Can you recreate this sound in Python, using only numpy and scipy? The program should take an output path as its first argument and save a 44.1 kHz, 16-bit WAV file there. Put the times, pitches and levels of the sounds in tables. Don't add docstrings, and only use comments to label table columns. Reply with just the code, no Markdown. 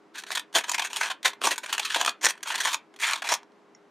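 import sys
import numpy as np
from scipy import signal
from scipy.fft import rfft, irfft, next_fast_len
from scipy.io import wavfile
from scipy.ndimage import map_coordinates

SR = 44100
rng = np.random.default_rng(int(sys.argv[2]) if len(sys.argv) > 2 else 0)


def convert_level_to_amplitude(level_db):
    exponent = np.asarray(level_db, float) / 20
    return 10 ** exponent


def generate_wav(signal):
    frames = np.transpose(np.atleast_2d(signal))
    scaled = np.clip(frames, -1, 1) * 32767
    pcm = np.round(scaled).astype(np.int16)
    wavfile.write(sys.argv[1], SR, pcm)


N = 171990

# start t/s, length t/s, rub level/dB, low thud level/dB
STROKES = [(0.144, 0.057, -26.5, -32), (0.273, 0.1, -33, -5.5), (0.546, 0.035, -10, 10),
           (0.635, 0.16, -40, -9), (0.929, 0.17, -25, -13.5), (1.237, 0.062, -20, -2),
           (1.415, 0.13, -20.5, 11), (1.57, 0.3, -51.5, 1.5), (1.674, .11, -32.5, -11),
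           (1.82, 0.18, -25, -53), (1.977, 0.14, -29, 1.5), (2.225, 0.044, -13, 2), (2.356, 0.11, -53, -16),
           (2.451, 0.3, -23, -11.5), (2.945, 0.094, -61, 12), (3.013, 0.122, -15, -20),
           (3.242, 0.046, -20, -6), (3.291, 0.056, -16, -4.5), (3.414, .02, -52, -6)]


def unit(x):
    return x / np.sqrt(np.mean(x ** 2) + 1e-20)


def along(points, hz):
    f, value = np.transpose(points)
    return np.interp(np.log(hz + 1), np.log(f + 1), value)


def nearest(rows, at_s):
    s, value = np.transpose(rows)
    distance = np.abs(at_s[:, None] + 0.005 - s)
    return value[distance.argmin(1), None]


def wobble(rate):
    knots = rng.standard_normal(int(N * rate / SR) + 4)
    return map_coordinates(knots, [np.arange(N) * rate / SR])


def lay(rows, starts):
    at = starts[:, None] + np.arange(rows.shape[1])
    return np.bincount(at.ravel(), rows.ravel(), N + SR)[:N]


def impacts(size, per_s, spread_db):
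    chance, extra, sign = rng.random(size), rng.exponential(size=size), rng.standard_normal(size)
    happens = np.clip((per_s / SR - chance) * SR / 300 + 0.5, 0, 1)
    return unit(happens * sign * convert_level_to_amplitude(spread_db * np.minimum(extra, 2)))


def resonance(f, hz, width):
    return 1j * f * width / (hz ** 2 - f * f + 1j * f * width)


def body(x, at_s):
    # f/Hz, width f/Hz, level/dB
    frame_rings = [(690, 120, -2), (1000, 150, 3), (1700, 250, -2), (2500, 250, 0), (3300, 300, 2),
                   (4150, 300, 0), (5800, 250, 1), (6700, 350, 2), (8600, 500, 1)]
    # f/Hz, level/dB
    plastic = [(90, -62.5), (250, -9), (900, 1.5), (3200, -2.5), (5000, -6), (7000, -7), (13000, -18),
               (16000, -30)]
    grip = np.array([0.5, 1, 2, 0.5, 0.5, 1, 2, 2, 0.5, -0.5, 0, 1.5, -2, 1, 2, 0.5, 0.5, 0.5, -3])
    # t/s, f/Hz
    low_ring = [(0.197, 1580), (0.241, 1630), (0.271, 1660), (0.354, 1910), (0.399, 1640), (0.576, 1680),
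                (0.72, 1010), (0.75, 2130), (0.8, 990), (0.872, 1600), (0.913, 880), (0.981, 890),
                (1.014, 1560), (1.045, 1580), (1.26, 2070), (1.318, 1030), (1.416, 1270), (1.447, 1104),
                (1.521, 1860), (1.585, 1560), (1.689, 1650), (1.733, 1410), (1.785, 796), (1.865, 1170),
                (1.907, 1620), (1.965, 900), (2.016, 780), (2.064, 1210), (2.27, 1830), (2.31, 1870),
                (2.434, 1720), (2.473, 1380), (2.505, 1400), (2.56, 1860), (2.609, 1850), (2.656, 1690),
                (2.691, 846), (2.743, 1085), (3.029, 1960), (3.097, 1600), (3.138, 1060), (3.225, 1640),
                (3.257, 910), (3.299, 2000), (3.328, 934)]
    # t/s, f/Hz
    high_ring = [(0.327, 3760), (0.358, 3470), (0.398, 3700), (0.563, 3150), (0.61, 2170), (0.644, 3120),
                 (0.718, 6950), (0.747, 5340), (0.8, 2390), (0.855, 2270), (0.904, 2460), (0.962, 2830),
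                 (1.014, 2230), (1.112, 3060), (1.257, 3500), (1.444, 2880), (1.474, 5560), (1.519, 2570),
                 (1.585, 2280), (1.643, 2280), (1.73, 2880), (1.785, 2800), (1.852, 3900), (1.904, 3050),
                 (1.962, 3100), (2.013, 3200), (2.049, 3000), (2.08, 3280), (2.257, 5820), (2.463, 2350),
                 (2.519, 2900), (2.559, 2760), (2.606, 4040), (2.65, 3220), (2.744, 3540), (3.039, 2310),
                 (3.138, 2270), (3.174, 3650), (3.245, 2390), (3.325, 5550)]
    # t/s, f/Hz
    lone_ring = [
        (2.356, 8500),
        (2.407, 2400),
        (2.941, 3350),
    ]
    ring_db, scatter_db, tilt_scatter_db = 1, 5, 1.5
    thud_hz = 653

    m = x.shape[1]
    f = np.fft.rfftfreq(m, 1 / SR)
    start, _, _, thud_db = np.transpose(STROKES)
    push = np.clip(np.searchsorted(start - 0.025, at_s) - 1, 0, None)
    ring_hz, width, db = np.transpose(frame_rings)
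    shake = np.clip(rng.standard_normal((len(x), 2, len(ring_hz) + 1)), -2, 1.5)

    tilt_db = grip[push] + tilt_scatter_db * shake[:, 1, -1]
    octaves = np.log2(np.clip(f, 700, 12000) / 2500)
    colour_db = along(plastic, f) + tilt_db[:, None] * octaves
    colour_db = colour_db + thud_db[push, None] / (1 + (f / thud_hz) ** 4)
    cepstrum = irfft(np.log(convert_level_to_amplitude(colour_db) + 1e-6), m)
    cepstrum[:, 1:m // 2] *= 2
    cepstrum[:, m // 2 + 1:] = 0

    ring_hz = ring_hz * (1 + 0.03 * shake[:, 0, :-1])
    ring = 0
    for k in range(len(width)):
        strength = convert_level_to_amplitude(ring_db + db[k] + scatter_db * shake[:, 1, k:k + 1])
        ring = ring + strength * resonance(f, ring_hz[:, k:k + 1], width[k])
    low_hz = nearest(low_ring, at_s)
    high_hz = nearest(high_ring + lone_ring, at_s)
    ring = ring + convert_level_to_amplitude(8) * resonance(f, low_hz, low_hz / 5)
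    ring = ring + convert_level_to_amplitude(8) * resonance(f, high_hz, high_hz / 8)

    response = np.exp(rfft(cepstrum)) * (1 + ring)
    strength = np.sqrt(np.mean(np.abs(response) ** 2, 1, keepdims=True))
    return irfft(rfft(x) * response / strength, m)


def tinted(gain):
    return unit(irfft(rfft(rng.standard_normal((2, N))) * gain, N))


def murmur():
    # f/Hz, level/dB per Hz
    air_colour = [(30, -96), (100, -31.5), (200, -6.5), (420, -8), (1100, -11.5), (3000, -26),
                  (7000, -36.5), (12500, -49.5), (16000, -73)]
    # f/Hz, width f/Hz, level/dB
    duct_tones = [(315, 28, -66), (407.3, 3.1, -65)]
    air_db, side_db = -60, -10.5
    f = np.fft.rfftfreq(N, 1 / SR)
    air = convert_level_to_amplitude(air_db + 0.46 * wobble(18)) * tinted(convert_level_to_amplitude(along(air_colour, f)))
    for hz, width, db in duct_tones:
        air = air + convert_level_to_amplitude(db) * tinted(1 / (1 + ((f - hz) / width) ** 2))
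    return air * convert_level_to_amplitude(np.array([[0], [side_db]]))


def rub():
    edge_s, slips_per_s, spread_db = 0.02, 6900, 2.5
    rub_db, wobble_db = -12, 3
    t = np.arange(N) / SR
    force = np.zeros(N)
    for start, length, db, _ in STROKES:
        to_edge = np.minimum(t - start, start + length - t)
        force += convert_level_to_amplitude(db) * np.clip(to_edge / edge_s + 0.5, 0, 1) ** 2
    slips = impacts(N, slips_per_s, spread_db) * force * convert_level_to_amplitude(rub_db + wobble_db * wobble(70))
    hop = 1024
    starts = np.arange(0, N - 2 * hop, hop)
    pieces = slips[starts[:, None] + np.arange(2 * hop)] * np.hanning(2 * hop)
    pieces = np.pad(pieces, ((0, 0), (0, 2 * hop)))
    return lay(body(pieces, (starts + hop) / SR), starts)


def catches():
    # t/s, peak level/dB, chatter t/s
    teeth = [(0.1556, -28, 0.018), (0.18, -21.5, 0.049), (0.221, -30.5, 0.012), (0.237, -20.5, 0.0094),
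             (0.265, -28, 0.03), (0.3047, -17, 0.013), (0.3127, -14.5, 0.044), (0.3497, -12, 0.034),
             (0.3718, -11, 0.026), (0.3945, -15.5, 0.016), (0.527, -34, 0.02), (0.5387, -29, 0.0098),
             (0.5513, -8.5, 0.064), (0.562, -9, 0.035), (0.57, -16, 0.054), (0.583, -8.5, 0.023),
             (0.607, -21, 0.021), (0.6378, -16, 0.03), (0.678, -18, 0.052), (0.6939, -10.5, 0.018),
             (0.7134, -11.5, 0.025), (0.7336, -18, 0.017), (0.7434, -9, 0.027), (0.7804, -12, 0.023),
             (0.7938, -9, 0.026), (0.818, -13, 0.034), (0.8395, -14, 0.055), (0.8695, -24, 0.02),
             (0.8974, -25, 0.081),
             (0.931, -15, 0.011), (0.9585, -13, 0.049), (1.0092, -8, 0.029), (1.0277, -10, 0.051),
               (1.098, -13.5, 0.045), (1.1101, -17, 0.027), (1.2294, -24, 0.014), (1.2464, -8, 0.035),
               (1.2551, -3, 0.034), (1.2774, -11.5, 0.015), (1.2961, -30.5, 0.041), (1.333, -23, 0.01),
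               (1.416, -13, 0.0046), (1.4374, -8.5, 0.025), (1.4458, -8, 0.046), (1.4536, -9.5, 0.011),
               (1.462, -12, 0.005), (1.4703, -4, 0.017), (1.486, -18.5, 0.016), (1.507, -11, 0.038),
               (1.5304, -25, 0.0074), (1.5582, -23.5, 0.015), (1.579, -15, 0.019), (1.631, -21.5, 0.04),
               (1.641, -25, 0.025), (1.66, -21.5, 0.02), (1.676, -35, 0.012), (1.6862, -21, 0.08),
             (1.726, -8.5, 0.036), (1.747, -17, 0.02), (1.7796, -10, 0.019), (1.7948, -9, 0.018),
               (1.8482, -11.5, 0.033), (1.9014, -14, 0.024), (1.936, -18.5, 0.013), (1.943, -7, 0.027),
               (1.9589, -6.5, 0.03), (1.9931, -11.5, 0.078), (2.0122, -5.5, 0.012), (2.027, -20.5, 0.028),
               (2.0483, -8, 0.0074), (2.061, -5.5, 0.0096), (2.0727, -8, 0.045), (2.093, -10, 0.01),
               (2.211, -25.5, 0.027), (2.2405, -9.5, 0.014), (2.247, -1.5, 0.0099), (2.2545, -3.5, 0.016),
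               (2.2643, -1.5, 0.017), (2.283, -12, 0.044), (2.2978, -15.5, 0.014), (2.3049, -12, 0.013),
               (2.354, -34, 0.01), (2.377, -34, 0.011), (2.4063, -37, 0.012),
             (2.4292, -16, 0.02), (2.47, -19, 0.033), (2.5015, -16, 0.03), (2.5189, -20.5, 0.023),
               (2.5547, -13, 0.021), (2.5778, -19, 0.03), (2.601, -10, 0.044), (2.648, -7.5, 0.034),
               (2.6666, -8, 0.05), (2.6835, -18.5, 0.035), (2.7281, -11.5, 0.044), (2.7424, -9.5, 0.021),
               (2.9394, -38, 0.015), (2.9612, -34, 0.018), (2.989, -32, 0.015), (2.996, -21, 0.047),
               (3.022, -17.5, 0.034), (3.053, -15.5, 0.025), (3.0945, -16, 0.033), (3.1097, -11, 0.0096),
               (3.131, -9, 0.031), (3.1554, -16, 0.025), (3.173, -25, 0.05), (3.22, -15.5, 0.021),
               (3.24, -20, 0.025), (3.2888, -9.5, 0.023), (3.319, -7, 0.027), (3.3366, -9, 0.031),
               (3.431, -35.5, 0.01), (3.519, -46, 0.015)]
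    knocks_per_s, spread_db = 7000, 2
    rise_share, fall_power, catch_db = 0.045, 1.507, -10
    s, db, length = np.transpose(teeth)
    t = np.arange(4096) / SR
    knocks = impacts((len(s), len(t)), knocks_per_s, spread_db)
    length = np.clip(length, 0.006, 0.07)[:, None]
    progress = t / length
    rise = 1 - np.exp(-progress / (rise_share * length / 0.025))
    shape = rise * convert_level_to_amplitude(-40 * progress ** fall_power) * (t < 0.075)
    chatter = knocks * shape
    wanted = np.linalg.norm(shape, axis=1, keepdims=True)
    chatter = chatter * wanted / np.linalg.norm(chatter, axis=1, keepdims=True)
    level = convert_level_to_amplitude(db + catch_db)[:, None]
    return lay(body(chatter, s) * level, np.round(s * SR).astype(int))


def room(x):
    # f/Hz, t/s
    fade = [(300, 0.13), (2000, 0.2), (6000, 0.1), (12000, 0.085)]
    room_db, side_db = -13.5, -19
    out = np.zeros((2, N))
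    part = np.arange(N) * 3 // SR % 4
    for k in range(4):
        hz, t, z = signal.stft(rng.standard_normal((2, SR // 3)), SR, nperseg=256)
        fading = convert_level_to_amplitude(-60 * t / along(fade, hz)[:, None])
        tail = signal.istft(z * fading, SR, nperseg=256)[1]
        tail = tail / np.linalg.norm(tail[0])
        late = np.pad(x * (part == k), (200, 0))
        out += signal.fftconvolve(late[None], tail, axes=1)[:, :N]
    return out * convert_level_to_amplitude(np.array([[room_db], [room_db + side_db]]))


def pin():
    # t/s, peak level/dB
    settle = [
        (3.7488, -35),
    ]
    # f/Hz, level/dB, time to fade by 60 dB t/s
    pin_rings = [(2045, -16, 0.027), (5565, -8, 0.017), (6040, -32, 0.037), (6750, -11.5, 0.014)]
    t = np.arange(SR // 10) / SR
    ring = np.zeros(len(t))
    for hz, db, t60 in pin_rings:
        ring += convert_level_to_amplitude(db - 60 * t / t60) * np.sin(2 * np.pi * hz * t)
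    ring *= (1 - np.exp(-t / 0.0006)) ** 2
    s, db = np.transpose(settle)
    return lay(convert_level_to_amplitude(db + 3)[:, None] * ring, np.round(s * SR).astype(int))


def scene():
    direct_side_db = -23.5
    toy = rub() + catches() + pin()
    mid, side = room(toy) + murmur()
    side = side + convert_level_to_amplitude(direct_side_db) * np.gradient(toy)
    return np.array([toy + mid + side, toy + mid - side])


def band_limit(x):
    return signal.sosfilt(signal.butter(12, 16520, fs=SR, output="sos"), x)


def record(dry):
    top_hz, edge_hz = 15800, 500
    m = next_fast_len(N + 4096)
    rounded = dry / (1 + (dry / 0.6) ** 6) ** (1 / 6)
    f = np.fft.rfftfreq(m, 1 / SR)
    treble_edge = np.clip((top_hz - f) / edge_hz + 0.5, 0, 1)
    mix = irfft(rfft(rounded, m) * treble_edge, m)[:, :N]
    return band_limit(mix)


dry = scene()
out = record(dry)
generate_wav(out)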